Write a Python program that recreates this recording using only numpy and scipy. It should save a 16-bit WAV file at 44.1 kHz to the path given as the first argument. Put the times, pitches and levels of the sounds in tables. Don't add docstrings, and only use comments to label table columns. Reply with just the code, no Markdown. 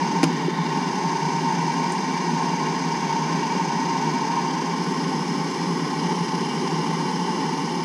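import sys
import numpy as np
from scipy import signal
from scipy.fft import rfft, irfft, next_fast_len
from scipy.io import wavfile
from scipy.ndimage import uniform_filter1d, map_coordinates

SR = 44100
rng = np.random.default_rng(int(sys.argv[2]) if len(sys.argv) > 2 else 0)


def elevation(decibels):
    levels = np.asarray(decibels, float)
    return 10 ** (levels / 20)


def transcribe(signal):
    frames = np.atleast_2d(signal).T
    limited = np.clip(frames, -1, 1)
    pcm = np.round(limited * 32767).astype(np.int16)
    wavfile.write(sys.argv[1], SR, pcm)


N = 345744

# time in seconds, leaning in 0-1, arm across 0-1.
POSTURE = [(0, 0, .1), (.22, 0, .15), (.32, 0, .55), (.44, 0, .5), (.47, 0, 1), (.58, 0, 1), (.65, 0, .6),
           (.78, 0, .3), (1.1, 0, 0), (4.45, 0, 0), (4.7, .3, 0), (4.84, 1, 0), (7.84, 1, 0)]
# time in seconds, tool hand near the wall, hand withdrawing, head turned.
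SMALL_MOVES = [(0, 0, 0, 0), (.9, 0, 0, 0), (1.15, .55, 0, 0), (2.3, .55, 0, 0), (2.7, -.45, 0, 0),
               (4.3, -.45, 0, 0), (4.45, -.45, .8, 0), (4.65, -.45, .8, 0), (4.85, 0, 0, .62),
               (5.85, 0, 0, .62), (6.1, 0, 0, -.38), (7.84, 0, 0, -.38)]

# frequency in Hz, level in dB per Hz.
AIR_SPECTRUM = [(70, -47.5), (118, -37.5), (153, -2.5), (420, -10.1), (580, -29.7), (900, -7.6),
                (1250, -25.4), (2400, -25.9), (4200, -34), (5500, -23.8), (7100, -39.5), (10500, -48.9),
                (11800, -59.6), (15000, -63.8)]
# centre in Hz, width in Hz, gain in dB.
TANK_AND_HOSE = [(130, 47, -1.4), (163, 13, 3.0), (176, 16, 2.9), (209, 28, -3.8), (269, 79, 2.0),
                 (303, 12, -2.6), (329, 38, -3.3), (366, 20, 2.3), (422, 9, -2.6), (547, 49, 5.6),
                 (575, 25, -8.5), (598, 25, 4.9), (613, 25, 2.6), (644, 54, -4.4), (730, 52, -3.2),
                 (790, 30, 1.5), (832, 29, -2.6), (965, 25, -1.5), (869, 43, 1.8), (929, 32, 2.8),
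                 (992, 74, -3.7), (1051, 77, 7.0), (1118, 20, 1.4), (1161, 46, -4.6)]
# centre in Hz, width in Hz, gain in dB.
WALL_CAVITY = [(1231, 26, -14.0), (1234, 36, 9.0), (1293, 22, -5.3), (1318, 25, 2.3), (1363, 28, -4.4),
               (1391, 37, 7.4), (1398, 45, -9.8), (1450, 61, -3.5), (1486, 39, 8.5), (1553, 20, 2.7),
               (1583, 41, -3.5), (1612, 31, 5.2), (1689, 12, -3.0), (1738, 40, 2.7), (1765, 16, -3.3),
               (1818, 15, 2.6), (1840, 19, -5.0), (1891, 36, 7.4), (1973, 36, 3.3), (2016, 48, -3.4),
               (2054, 47, 4.8), (2087, 22, -4.8), (2116, 40, 2.8), (2143, 50, -2.4), (2215, 29, 3.0),
               (2289, 94, 5.5), (2461, 98, -3.2), (2574, 53, 5.5), (2593, 128, -10.0), (2688, 34, -3.5)]
# centre in Hz, width in Hz, gain in dB.
WALL_REFLECTIONS = [(2815, 113, 6.0), (2985, 80, -3.4), (3081, 98, 4.5), (3288, 60, -6.0), (3491, 86, -2.0),
                    (3847, 74, -4.4), (4179, 101, 4.3), (4459, 83, -2.8), (4772, 172, 4.0),
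                    (5078, 114, 3.3), (5343, 138, -2.8), (5727, 237, -4.9), (6080, 66, 2.2),
                    (6218, 209, 4.5), (6503, 180, 3.6), (6852, 65, -2.1), (7386, 384, -5.8),
                    (7402, 202, 8.3), (8346, 223, 14.1), (8349, 329, -12.7), (8795, 83, -2.9),
                    (9092, 242, 4.1), (9333, 246, 3.6), (9493, 252, -5.4), (9916, 220, 3.6),
                    (10264, 118, 2.9), (11266, 1036, -1.4), (13548, 1377, 2.6), (14106, 321, 2.5),
                    (14547, 1523, -3.1)]

PART_EDGES_HZ = [0, 580, 1250, 4300, 20000]
# level upright in dB, change leaning in in dB, change arm across in dB.
PART_LEVELS = [
    (-26.5, 0.46, 0),
    (-27.5, -3, -3.5),
    (-36, -1.5, 0),
    (-38.5, -0.5, -4.5),
]

# centre in Hz, width in Hz, gain in dB.
TORSO = [(374, 19, 0.9), (488, 130, 1.5), (632, 124, -2.3), (785, 135, -0.8), (960, 71, -7.9),
         (962, 31, 5.7), (1072, 33, -2.6), (1135, 229, 2.2), (1224, 40, 0.6), (1257, 44, -2.4),
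         (1363, 14, 1.0), (1414, 20, -2.5), (1478, 21, -1.4), (1675, 164, -2.5), (1778, 44, 1.6),
         (1808, 45, -2.6), (1998, 133, 1.5), (2022, 36, -3.3), (2143, 50, 2.8), (2160, 50, -2.4),
         (2361, 371, -2.1), (2413, 23, 0.9), (2510, 56, -2.4), (2594, 38, 2.5), (2613, 42, 2.3),
         (2645, 42, -2.4), (2697, 40, -3.1)]
# centre in Hz, width in Hz, gain in dB.
HEAD = [(2731, 46, -2.0), (2899, 97, 1.8), (3148, 81, 2.2), (3290, 46, -4.2), (3341, 81, -2.1),
        (3493, 224, 3.2), (3607, 120, -4.0), (3797, 143, -1.0), (4397, 65, -1.8), (4838, 182, -2.3),
        (5029, 125, 1.2), (5156, 179, 2.5), (5331, 132, -2.8), (5689, 192, 1.9), (6054, 157, -2.6),
        (6437, 118, -3.0), (6926, 96, -2.2), (7328, 114, 2.0), (7600, 258, -1.9), (7762, 140, 4.1),
        (8713, 155, -2.4), (8938, 144, 1.6), (9253, 142, 1.5), (9543, 168, -3.0), (9856, 645, 4.1),
        (10149, 87, -1.8), (10730, 170, 1.5), (10889, 190, -1.9), (12071, 890, 0.5), (14053, 440, 2.2)]
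# centre in Hz, width in Hz, gain in dB.
ARM_SHADE = [(927, 67, -5.8), (1333, 290, 1.8), (1620, 43, -6.4), (1836, 142, 4.9), (2136, 67, 4.3),
             (2429, 350, -3.9), (2780, 200, -3.5), (2985, 94, 4.2), (3326, 93, -5.7), (3507, 129, 5.4),
             (3662, 590, 4.5), (5394, 282, -4.0), (5712, 183, 4.1), (6100, 900, -2), (6561, 4040, -4.5),
             (7375, 596, 3.4), (9072, 191, -2.3), (10295, 1013, -1.5)]
# centre in Hz, width in Hz, gain in dB.
HAND_NEAR = [(1248, 150, -1.3), (2540, 90, -1.4), (3273, 250, -1.6), (3531, 90, 1.2), (3962, 90, 2.7),
             (4177, 90, -1.5), (5124, 90, -2.4), (5340, 90, 1.2), (5641, 150, -2.4), (5857, 150, 1.1),
             (6632, 150, -2.3), (6890, 90, 2.2), (7192, 250, 1.8), (7536, 90, -1.4), (7708, 90, -2.4),
             (8570, 250, 3.6), (8785, 90, -1.9), (9043, 150, 2.9), (9603, 90, -2.4), (10335, 90, 2.0),
             (10637, 150, -2.0), (11068, 90, -1.8), (11197, 90, 1.6), (11584, 150, -1.1)]
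# centre in Hz, width in Hz, gain in dB.
HAND_WITHDRAWN = [(2411, 250, -3.2), (4005, 90, -5.1), (5297, 250, -3.9), (5727, 90, 5.6), (6459, 90, -3.7),
                  (6933, 90, -5.9), (8613, 90, -4.9), (9689, 150, 2.8), (10465, 900, -1.8),
                  (11972, 450, -2.1)]
# centre in Hz, width in Hz, gain in dB.
HEAD_TURNED = [(861, 90, -2.3), (1378, 250, 2.2), (2497, 250, 2.1), (2756, 90, -3.3), (3014, 250, -4.0),
               (3359, 90, 4.5), (4048, 90, -2.8), (4306, 150, 1.6), (4780, 90, -1.7), (5340, 150, 2.8),
               (5641, 90, -4.0), (5857, 150, -1.7), (6158, 90, 2.4), (6847, 150, -2.3), (7407, 250, 1.9),
               (7924, 90, 3.0), (8139, 90, -2.5), (8699, 90, 1.8), (8871, 90, -2.8), (9130, 150, -3.6),
               (9689, 150, -5.0), (10163, 90, 3.4), (10723, 150, -2.6), (11240, 450, 1.7)]

# start in seconds, peak in dB, T60 in seconds, tilt in dB per octave.
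JAW_SNAPS = [
    (.2306, -14, .018, -2.6),
    (.2360, -18, .022, 0),
    (.2398, -16.5, .018, 0),
    (.2428, -30, .012, 0),
    (.24, -32, .13, -2.2),
]
# start in seconds, peak in dB, T60 in seconds, tilt in dB per octave.
PIVOT_TICKS = [
    (1.9203, -39, .02, -1),
    (1.9224, -39, .022, .6),
    (1.9245, -46, .2, .5),
    (1.9355, -43, .012, .5),
]
# frequency in Hz, level in dB.
STEEL_SPECTRUM = [(700, 3), (1500, 2), (2100, -2), (2450, 2), (3300, -4), (3900, -1), (4500, -4), (5200, 2),
                  (6000, -1), (7000, -2), (8200, -9), (10000, -4.5), (12000, -24), (14000, -21),
                  (15200, -30)]
# frequency in Hz, level in dB.
PIVOT_SPECTRUM = [(5500, -20), (6700, -3), (7200, 3), (7700, -8), (8400, 1), (8750, -2), (9100, 2),
                  (9700, -20), (10300, -12), (10900, -20), (11400, -15), (12000, -24), (15000, -28)]
# frequency in Hz, peak in dB, T60 in seconds.
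HANDLE_RINGS = [(1130, -29, .08), (1400, -31, .06), (2433, -22, .05), (2820, -23, .045), (3750, -28, .04),
                (4870, -29, .05), (5135, -23, .04), (5475, -28, .05), (6412, -30, .05), (9950, -29, .025)]
# start in seconds, peak in dB, frequency in Hz, T60 in seconds.
KNOCKS = [(.231, -5.5, 265, .065), (.235, -15, 330, .06), (.238, -14, 320, .05), (.2305, -15, 460, .06),
          (.2415, -16, 168, .45), (.272, -17, 295, .09), (.252, -20, 240, .2), (.231, -22, 620, .05),
          (.2305, -17, 780, .025), (.2306, -24, 2330, .03), (.2306, -23, 4900, .02),
          (.2306, -24, 6100, .02), (.482, -13, 370, .05), (.484, -21, 300, .1), (.581, -18, 215, .05),
          (3.549, -17, 270, .07), (3.549, -32, 610, .05), (3.55, -31, 500, .05), (3.552, -25, 380, .06),
          (1.9203, -32, 7180, .02), (1.9224, -35, 8380, .018), (1.9224, -34, 9100, .016),
          (5.512, -43, 7350, .08)]


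def unit(x):
    return x / np.sqrt(np.mean(x ** 2) + 1e-20)


def along(points, hz):
    point_hz, values = np.transpose(points)
    return np.interp(np.log(hz + 1), np.log(point_hz + 1), values)


def curves(rows):
    time_s, *columns = np.transpose(rows)
    return [np.interp(np.arange(N) / SR, time_s, column) for column in columns]


def wobble(rate_hz):
    knots = rng.standard_normal(int(N * rate_hz / SR) + 4)
    return map_coordinates(knots, [np.arange(N) * rate_hz / SR])


def filtered(x, response):
    size = next_fast_len(x.shape[-1] + 8192)
    spectrum = rfft(x, size) * response(np.fft.rfftfreq(size, 1 / SR))
    return irfft(spectrum, size)[..., :x.shape[-1]]


def bells(modes, hz):
    return sum(db / (1 + (2 * (hz - centre_hz) / width_hz) ** 2) for centre_hz, width_hz, db in modes)


def ripple(hz, depth_db, width_hz):
    knots = map_coordinates(rng.standard_normal(2000), [hz / width_hz], mode="wrap")
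    return depth_db * knots * np.clip(hz / 1500 - 1.5, 0, 1)


def bump():
    t = np.clip(np.arange(N) / SR - 5.93, 0, None)
    return elevation(-50 - 60 * t / .4) * np.sin(2 * np.pi * 45 * t) * (1 - np.exp(-t / .03))


def pliers():
    out = np.zeros(N + SR)
    t = np.arange(SR // 4) / SR

    def add(start_s, sound):
        out[round(start_s * SR):][:len(t)] += sound

    for contacts, colour in ((JAW_SNAPS, STEEL_SPECTRUM), (PIVOT_TICKS, PIVOT_SPECTRUM)):
        for start_s, db, t60_s, tilt_db in contacts:
            def steel(hz):
                tilted_db = along(colour, hz) + 2 * tilt_db * np.log2(hz / 4000 + 1)
                return elevation(tilted_db) * (hz > 500)
            burst = unit(filtered(rng.standard_normal(len(t)), steel))
            add(start_s, elevation(db - 60 * t / t60_s) * (1 - np.exp(-t / .0005)) * burst)

    for hz, db, t60_s in HANDLE_RINGS:
        ring = elevation(db - 60 * t / t60_s) * np.sin(2 * np.pi * hz * t)
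        add(JAW_SNAPS[1][0], ring * (1 - np.exp(-t / .0025)))

    for start_s, db, hz, t60_s in KNOCKS:
        ring = elevation(db - 60 * t / t60_s) * np.sin(2 * np.pi * hz * t)
        add(start_s, -ring * (1 - np.exp(-t * hz * 3)))
    return filtered(out[:N], lambda hz: hz ** 6 / (120 ** 6 + hz ** 6))


def whine():
    leaning, arm = curves(POSTURE)
    hz = 920 - 25 * leaning - 20 * arm
    turns = np.cumsum(hz + 9 * wobble(11) + 13 * wobble(40)) / SR
    level_db = -30.3 - 6.5 * leaning - 4 * arm + 1.1 * wobble(18)
    return elevation(level_db) * np.sin(2 * np.pi * turns)


def vacuum():
    leaning, arm = curves(POSTURE)
    eddies = rng.standard_normal(N)
    flutter, slugs = wobble(90), wobble(9)
    flutter = flutter - uniform_filter1d(flutter, SR // 22)

    fixed_modes = TANK_AND_HOSE + WALL_CAVITY + WALL_REFLECTIONS
    duct = filtered(eddies, lambda hz: elevation(along(AIR_SPECTRUM, hz) + 1.15 * bells(fixed_modes, hz)))

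    def path(body_db):
        return filtered(duct, lambda hz: elevation(body_db(hz) + ripple(hz, depth_db=1.83, width_hz=25)))

    upright = path(lambda hz: -bells(TORSO + HEAD, hz))
    leaned = path(lambda hz: bells(TORSO, hz) + 1.25 * bells(HEAD, hz))
    shaded = path(lambda hz: bells(ARM_SHADE, hz) - bells(TORSO + HEAD, hz))

    total = np.zeros(N)
    depths_db = [(.1, .3), (.2, .4), (.7, .3), (1.1, .15)]
    bands = zip(PART_EDGES_HZ, PART_EDGES_HZ[1:], PART_LEVELS, depths_db)
    for low_hz, high_hz, (db, lean_db, arm_db), (flutter_db, slug_db) in bands:
        def part(x):
            return unit(filtered(x, lambda hz: (hz >= low_hz) & (hz < high_hz)))
        air = (1 - leaning - arm) * part(upright) + leaning * part(leaned) + arm * part(shaded)
        level_db = db + lean_db * leaning + arm_db * arm + flutter_db * flutter + slug_db * slugs
        total += elevation(level_db) * air
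    return total


def swayed(x):
    hz, t, z = signal.stft(x, SR, nperseg=1024)
    time_s, *moves = np.transpose(SMALL_MOVES)
    shift_db = np.outer(bells([(5140, 160, 3)], hz), np.exp(-((t - 5.22) / .2) ** 2))
    for modes, move in zip((HAND_NEAR, HAND_WITHDRAWN, HEAD_TURNED), moves):
        shift_db = shift_db + np.outer(bells(modes, hz), np.interp(t, time_s, move))
    return signal.istft(z * elevation(shift_db), SR, nperseg=1024)[1][:N]


def gated(x):
    gate_hz, gate_db, kept_db = 14700, -.6, 1.2
    hz, t, z = signal.stft(x, SR, nperseg=1024, noverlap=768)
    power = uniform_filter1d(np.abs(z) ** 2, size=3, axis=1)
    power = uniform_filter1d(power, size=4, axis=2)
    usual = np.median(power[:, np.abs(hz - gate_hz) < 200])
    kept_gain = elevation(kept_db * np.clip(hz[:, None] / 1500 - 8.7, 0, 1))
    gain = np.where(power > usual * elevation(2 * gate_db), kept_gain, 0)
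    gain = np.where(hz[:, None] > 12000, gain, 1)
    return signal.istft(z * gain, SR, nperseg=1024, noverlap=768)[1][:, :N]


def scene():
    return (swayed(vacuum() + whine()) + pliers() + bump())[None]


def band_limit(x):
    return signal.sosfilt(signal.butter(12, 15270, fs=SR, output="sos"), x)


def record(dry):
    soft = filtered(dry, lambda hz: 1 / (1 + (hz / 15230) ** 200))
    return band_limit(gated(soft))


dry = scene()
out = record(dry)
transcribe(out)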